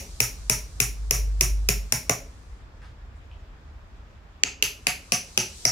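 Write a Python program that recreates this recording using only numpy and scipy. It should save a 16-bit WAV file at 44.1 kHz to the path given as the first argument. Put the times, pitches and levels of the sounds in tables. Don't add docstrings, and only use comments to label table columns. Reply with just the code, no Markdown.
import sys
import numpy as np
from scipy import signal
from scipy.io import wavfile

SR = 44100
rng = np.random.default_rng(int(sys.argv[2]) if len(sys.argv) > 2 else 0)


def log_audio(samples):
    frames = np.atleast_2d(samples).T
    limited = np.clip(frames, -1, 1)
    pcm = np.round(limited * 32767).astype(np.int16)
    wavfile.write(sys.argv[1], SR, pcm)


N = 251811
LEAD = SR // 4

# f/Hz, relative density/dB
AIR_SPECTRUM = [(90, -8), (145, -9.5), (270, -13), (680, -16), (1240, -15.5), (3300, -27.5), (6800, -35.5),
                (7800, -51), (10000, -58.5), (13000, -44), (16000, -47)]
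# f/Hz, L-R correlation (negative acts as 0)
AIR_CORRELATION = [(60, 1), (180, 0.9), (550, 0.63), (1650, -0.48), (4970, -0.11), (15000, -0.04)]
# t/s, level/dB
HISS_LEVEL = [(0, -50.5), (1.0, -56.5), (2.1, -57), (2.55, -67.5), (2.75, -85), (4.4, -120.5), (4.7, -62.5),
              (5.71, -44)]
# t/s, level/dB
RUMBLE_LEVEL = [(0, -41.5), (2.0, -43), (4.0, -44.5), (4.3, -47), (5.71, -48.5)]
# t/s, level/dB
DRONE_LEVEL = [(0.15, -73.5), (0.196, -57.5), (0.356, -40.5), (0.818, -39.5), (0.886, -32.5),
               (1.304, -23.5), (1.576, -24), (1.86, -30), (2.0, -69)]
# frequency ratio, level/dB
DRONE_SPECTRUM = [(1.0, 0), (1.5, -22), (3.0, -30)]
# f/Hz, T60/s, relative density/dB, L-R correlation
REVERB_BANDS = [(160, 0.48, 8, 0.99), (418, 0.51, 0.5, 1), (1028, 0.18, 17, 0.36), (2393, 0.33, -2.5, 0.3),
                (5890, 0.28, 0, 1), (9970, 0.23, 6, 0.075), (15940, 0.28, -4, 0.11)]
# t/s, peak/dB, f/Hz, width/Hz, rustle T60/s
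TOOL_KNOCKS = [(2.819, -45, 890, 2560, 0.044), (2.844, -51, 2510, 4000, .12),
               (3.158, -60.5, 7000, 4080, .012), (3.314, -44, 2820, 854, 0.0094)]
# f/Hz, relative level/dB
BOARD_MODES = [(165, -0.5), (245, 2), (320, -9), (412, 1), (560, -1), (645, 0.5), (765, -1), (985, -1),
               (1195, 0.5), (1460, -3.5)]
# start/s, low twist/Hz, high twist/Hz, low twist re low bend/dB,
# high twist re low bend/dB, crack re high bend/dB, high bend width/Hz, core share,
# bench peak at start/dB, bench growth/(dB/s)
KNIFE_CUTS = [(-0.1, 3990, 6850, -19.5, -3.5, -8.5, 7000, 0.1, -25, -1.5),
              (4.399, 4700, 7550, -8, -14, -8, 2290, 0, -48, 16)]
# t/s, low bend/dB, low bend/Hz, middle bend/Hz, middle re low bend/dB, high re low bend/dB,
# direct re room feed/dB, board/dB, favoured board pitch/Hz
HAMMER_BLOWS = [(-0.1, -30, 2390, 5800, 4, 1.5, 2.5, -13, 387),
                (0.2027, -32, 2374, 5680, 3.5, 1.5, 8.5, -19.5, 364),
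                (0.4969, -32.5, 2340, 5750, 5, 1.5, 7.5, -18.5, 377),
                (0.8017, -32, 2400, 5720, 1.5, 0.5, 9, -20.5, 352),
                (1.1088, -33, 2370, 5730, 5.5, 2.5, 8, -19.5, 400),
                (1.4092, -33, 2400, 5730, 4.5, 1.5, 9, -22.5, 372),
                (1.6878, -32.5, 2410, 5520, 0.5, -0.5, 9.5, -19.5, 434),
                (1.9227, -35, 2290, 5610, 3.5, 1, 11.5, -17, 271),
                (2.095, -35, 2290, 5740, 2, -3, 9.5, -14.5, 546),
                (4.4346, -32, 2510, 6440, -5, -24.5, 18.5, -24.5, 348),
                (4.6247, -28.5, 2650, 6210, -5.5, -7.5, 8.5, -25.5, 396),
                (4.8682, -28, 2430, 6360, -10, -9.5, 8, -21.5, 760),
                (5.1202, -30, 2510, 5920, 2.5, -5.5, 6.5, -18.5, 616),
                (5.3753, -29.5, 2600, 5970, 1, -8.5, 9, -17.5, 436),
                (5.6518, -33.5, 2240, 5660, 12.5, -2.5, 7, -18.5, 620)]

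MODE_WIDTHS_HZ = (800, 850, 1400, 900, 5000)
HIGH_BEND_HZ, HIGH_BEND_SCATTER = 10990, 0.036
CRACK_HZ = 15300
TIME_S = np.arange(N) / SR


def from_db(db):
    return 10 ** (np.asarray(db) / 20)


def unit_rms(x):
    return x / np.sqrt(np.mean(x ** 2) + 1e-20)


def envelope_db(points):
    return np.interp(TIME_S, *np.transpose(points))


def at_hz(table, hz, column=1):
    table = np.array(table)
    return np.interp(np.log(hz), np.log(table[:, 0]), table[:, column])


def drift(corner_hz):
    step = 40
    r = np.exp(-2 * np.pi * corner_hz * step / SR)
    slow = signal.lfilter([1], [1, -2 * r, r * r], rng.standard_normal(N // step + 2002))[2000:]
    return np.interp(np.arange(N) / step, np.arange(len(slow)), unit_rms(slow))


def resonate(x, hz, width_hz):
    r, w = np.exp(-np.pi * width_hz / SR), 2 * np.pi * hz / SR
    return signal.lfilter([(1 - r * r) / 2, 0, (r * r - 1) / 2], [1, -2 * r * np.cos(w), r * r], x)


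def ring(clicks, hz, t60_s):
    r, w = from_db(-60 / (t60_s * SR)), 2 * np.pi * hz / SR
    return signal.lfilter([0, np.sin(w)], [1, -2 * r * np.cos(w), r * r], clicks + 1e-18)


def bandpass(x, low_hz, high_hz):
    return signal.sosfilt(signal.butter(2, [low_hz, high_hz], "band", fs=SR, output="sos"), x)


def noise_bands(length, low_hz):
    edges_hz = low_hz * 2 ** np.arange(0, np.log2(19000 / low_hz), .5)
    white = rng.standard_normal((2, 2, length))
    for k, (low, high) in enumerate(zip(edges_hz, edges_hz[1:])):
        yield np.sqrt(low * high), *bandpass(white[k % 2], low, high)


def stereo(mid, side, correlation):
    correlation = np.clip(correlation, 0, 1)
    return np.sqrt(1 + correlation) * mid + np.sqrt(1 - correlation) * side * [[1], [-1]]


def delay_right(x, lag_s):
    left, right = np.broadcast_to(x, (2, LEAD + N))
    n = np.arange(LEAD + N)
    return np.array([left, np.interp(n - lag_s * SR, n, right)])


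def add(track, sound, start_s):
    at = LEAD + round(start_s * SR)
    track[..., at:at + sound.shape[-1]] += sound[..., :track.shape[-1] - at]


def room_noise(level_db=-55, flutter_db=1.0):
    out = 0
    for hz, mid, side in noise_bands(N, low_hz=81.8):
        gain = from_db(at_hz(AIR_SPECTRUM, hz) + flutter_db * drift(corner_hz=12))
        out += gain * stereo(mid, side, at_hz(AIR_CORRELATION, hz))
    return from_db(level_db) * unit_rms(out)


def hiss():
    noise = bandpass(rng.standard_normal((2, N)), low_hz=3600, high_hz=8500)
    return from_db(envelope_db(HISS_LEVEL)) * unit_rms(noise)


def rumble():
    mid, side = bandpass(rng.standard_normal((2, N)), low_hz=36, high_hz=75)
    return from_db(envelope_db(RUMBLE_LEVEL)) * unit_rms(stereo(mid, side, correlation=0.96))


def drone(start_hz=52, sag_hz_per_s=.9, left_lead_rad=0.27, flutter_db=1.0):
    phase = 2 * np.pi * np.cumsum(start_hz - sag_hz_per_s * TIME_S) / SR
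    lead = np.array([[left_lead_rad], [0]])
    tone = sum(from_db(db) * np.sin(ratio * phase + lead) for ratio, db in DRONE_SPECTRUM)
    gain = from_db(envelope_db(DRONE_LEVEL) + flutter_db * drift(corner_hz=13))
    gate = (TIME_S > DRONE_LEVEL[0][0]) & (TIME_S < DRONE_LEVEL[-1][0])
    return np.sqrt(2) * gain * tone * gate


def workshop_reverb(x, gain_db=-27.5, gap_s=.003, build_s=.005, far_db=-23, far_t60_s=.38):
    t, response = np.arange(SR) / SR, 0
    far = from_db(far_db - 60 * t / far_t60_s)
    for hz, mid, side in noise_bands(len(t), low_hz=85.8):
        near = from_db(-60 * t / at_hz(REVERB_BANDS, hz))
        decay = from_db(at_hz(REVERB_BANDS, hz, column=2)) * (near + far)
        response += decay * stereo(mid, side, at_hz(REVERB_BANDS, hz, column=3))
    response *= np.clip((t - gap_s) / build_s, 0, 1)
    return from_db(gain_db) * signal.fftconvolve(x[None], response, axes=1)[:, :x.size]


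def tool_knocks(tick_to_rustle=5.2):
    out, t = np.zeros(LEAD + N), np.arange(SR // 5) / SR
    for start_s, peak_db, hz, width_hz, t60_s in TOOL_KNOCKS:
        touch = rng.standard_normal(len(t)) * from_db(-60 * t / t60_s)
        touch[0] = tick_to_rustle
        knock = resonate(resonate(touch, hz, width_hz), hz, width_hz)
        add(out, from_db(peak_db) * knock / np.abs(knock).max(), start_s)
    return out


def cut_at(time_s):
    return [cut for cut in KNIFE_CUTS if cut[0] <= time_s][-1]


def bench(hz=120, t60_s=.2, rise_width_hz=45):
    note = resonate(ring(signal.unit_impulse(SR // 2), hz, t60_s), hz, rise_width_hz)
    note /= np.abs(note).max()
    out = np.zeros(LEAD + N)
    for blow_s, *_ in HAMMER_BLOWS:
        cut_s, *_, start_db, growth_db_per_s = cut_at(blow_s)
        add(out, from_db(start_db + growth_db_per_s * (blow_s - cut_s)) * note, blow_s)
    return out


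def board(t60_at_400hz_s=.055, detune=.06, scatter_db=2, falloff_db_per_oct=17, max_falloff_db=9):
    out, impact = np.zeros(LEAD + N), signal.unit_impulse(SR // 4)
    for blow_s, *_, board_db, favoured_hz in HAMMER_BLOWS:
        for k, (nominal_hz, mode_db) in enumerate(BOARD_MODES):
            hz = nominal_hz * (1 + detune * rng.standard_normal())
            falloff_db = min(falloff_db_per_oct * abs(np.log2(hz / favoured_hz)), max_falloff_db)
            gain = from_db(board_db + mode_db - falloff_db + scatter_db * rng.standard_normal())
            mode = ring(impact, hz, t60_at_400hz_s * np.sqrt(400 / hz))
            mode = resonate(mode, hz, width_hz=hz / 4)
            add(out, (-1) ** k * gain * mode, blow_s)
    return out


def chatter(contact_s=.0032, rattle_db=13, correlation=0.51):
    mid, side = rng.standard_normal((2, 400))[:, :round(contact_s * SR)]
    force = from_db(rattle_db) * stereo(mid, side, correlation)
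    force[:, 0] = 1
    return force / np.sqrt(np.mean(np.sum(force ** 2, axis=1)))


def blade_mode(hz, width_hz, core_share, core_narrowing=7):
    impact = signal.unit_impulse(1000)
    broad = resonate(resonate(impact, hz, width_hz), hz, width_hz)
    core = resonate(broad, hz, width_hz / core_narrowing)
    return unit_rms(unit_rms(broad) + core_share * unit_rms(core))


def blade():
    room_feed, direct = np.zeros(LEAD + N), np.zeros((2, LEAD + N))
    polarity = [1, 1, -1, -1, -1, 1]
    for blow_s, low_db, low_hz, middle_hz, middle_db, high_db, direct_db, *_ in HAMMER_BLOWS:
        cut = cut_at(blow_s)
        twists_hz, twists_db = cut[1:3], cut[3:5]
        crack_db, high_width_hz, core_share = cut[5:8]
        high_hz = HIGH_BEND_HZ * (1 + HIGH_BEND_SCATTER * rng.standard_normal())
        modes_hz = [low_hz, middle_hz, *twists_hz, CRACK_HZ, high_hz]
        widths_hz = [*MODE_WIDTHS_HZ, high_width_hz]
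        levels_db = low_db + np.array([0, middle_db, *twists_db, high_db + crack_db, high_db])
        modes = [blade_mode(hz, width, core_share) for hz, width in zip(modes_hz, widths_hz)]
        clink = (from_db(levels_db) * polarity) @ modes
        add(room_feed, clink, blow_s)
        add(direct, from_db(direct_db) * signal.convolve(clink[None], chatter()), blow_s)
    return room_feed, direct


def scene(board_send_db=-19):
    steel_feed, steel = blade()
    wood, tools = board(), tool_knocks()
    echoes = workshop_reverb(steel_feed + tools + from_db(board_send_db) * wood)
    direct = delay_right(steel, lag_s=.0001) + delay_right(wood + bench(), lag_s=.0002) + tools
    return (direct + echoes)[:, LEAD:] + room_noise() + hiss() + drone() + rumble()


def record(dry, limit_db=-5, attack_s=.0025, release_db_per_s=250, cutoff_hz=16984):
    over_db = np.maximum(20 * np.log10(np.abs(dry).max(axis=0) + 1e-9) - limit_db, 0)
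    release_db = release_db_per_s * TIME_S
    held_db = np.maximum.accumulate(over_db + release_db) - release_db
    r = np.exp(-1 / (attack_s * SR))
    reduction_db = signal.lfilter([1 - r], [1, -r], held_db)
    limited = np.tanh(dry * from_db(-reduction_db))
    return signal.sosfilt(signal.cheby2(14, 70, cutoff_hz, fs=SR, output="sos"), limited)


dry = scene()
out = record(dry)
log_audio(out)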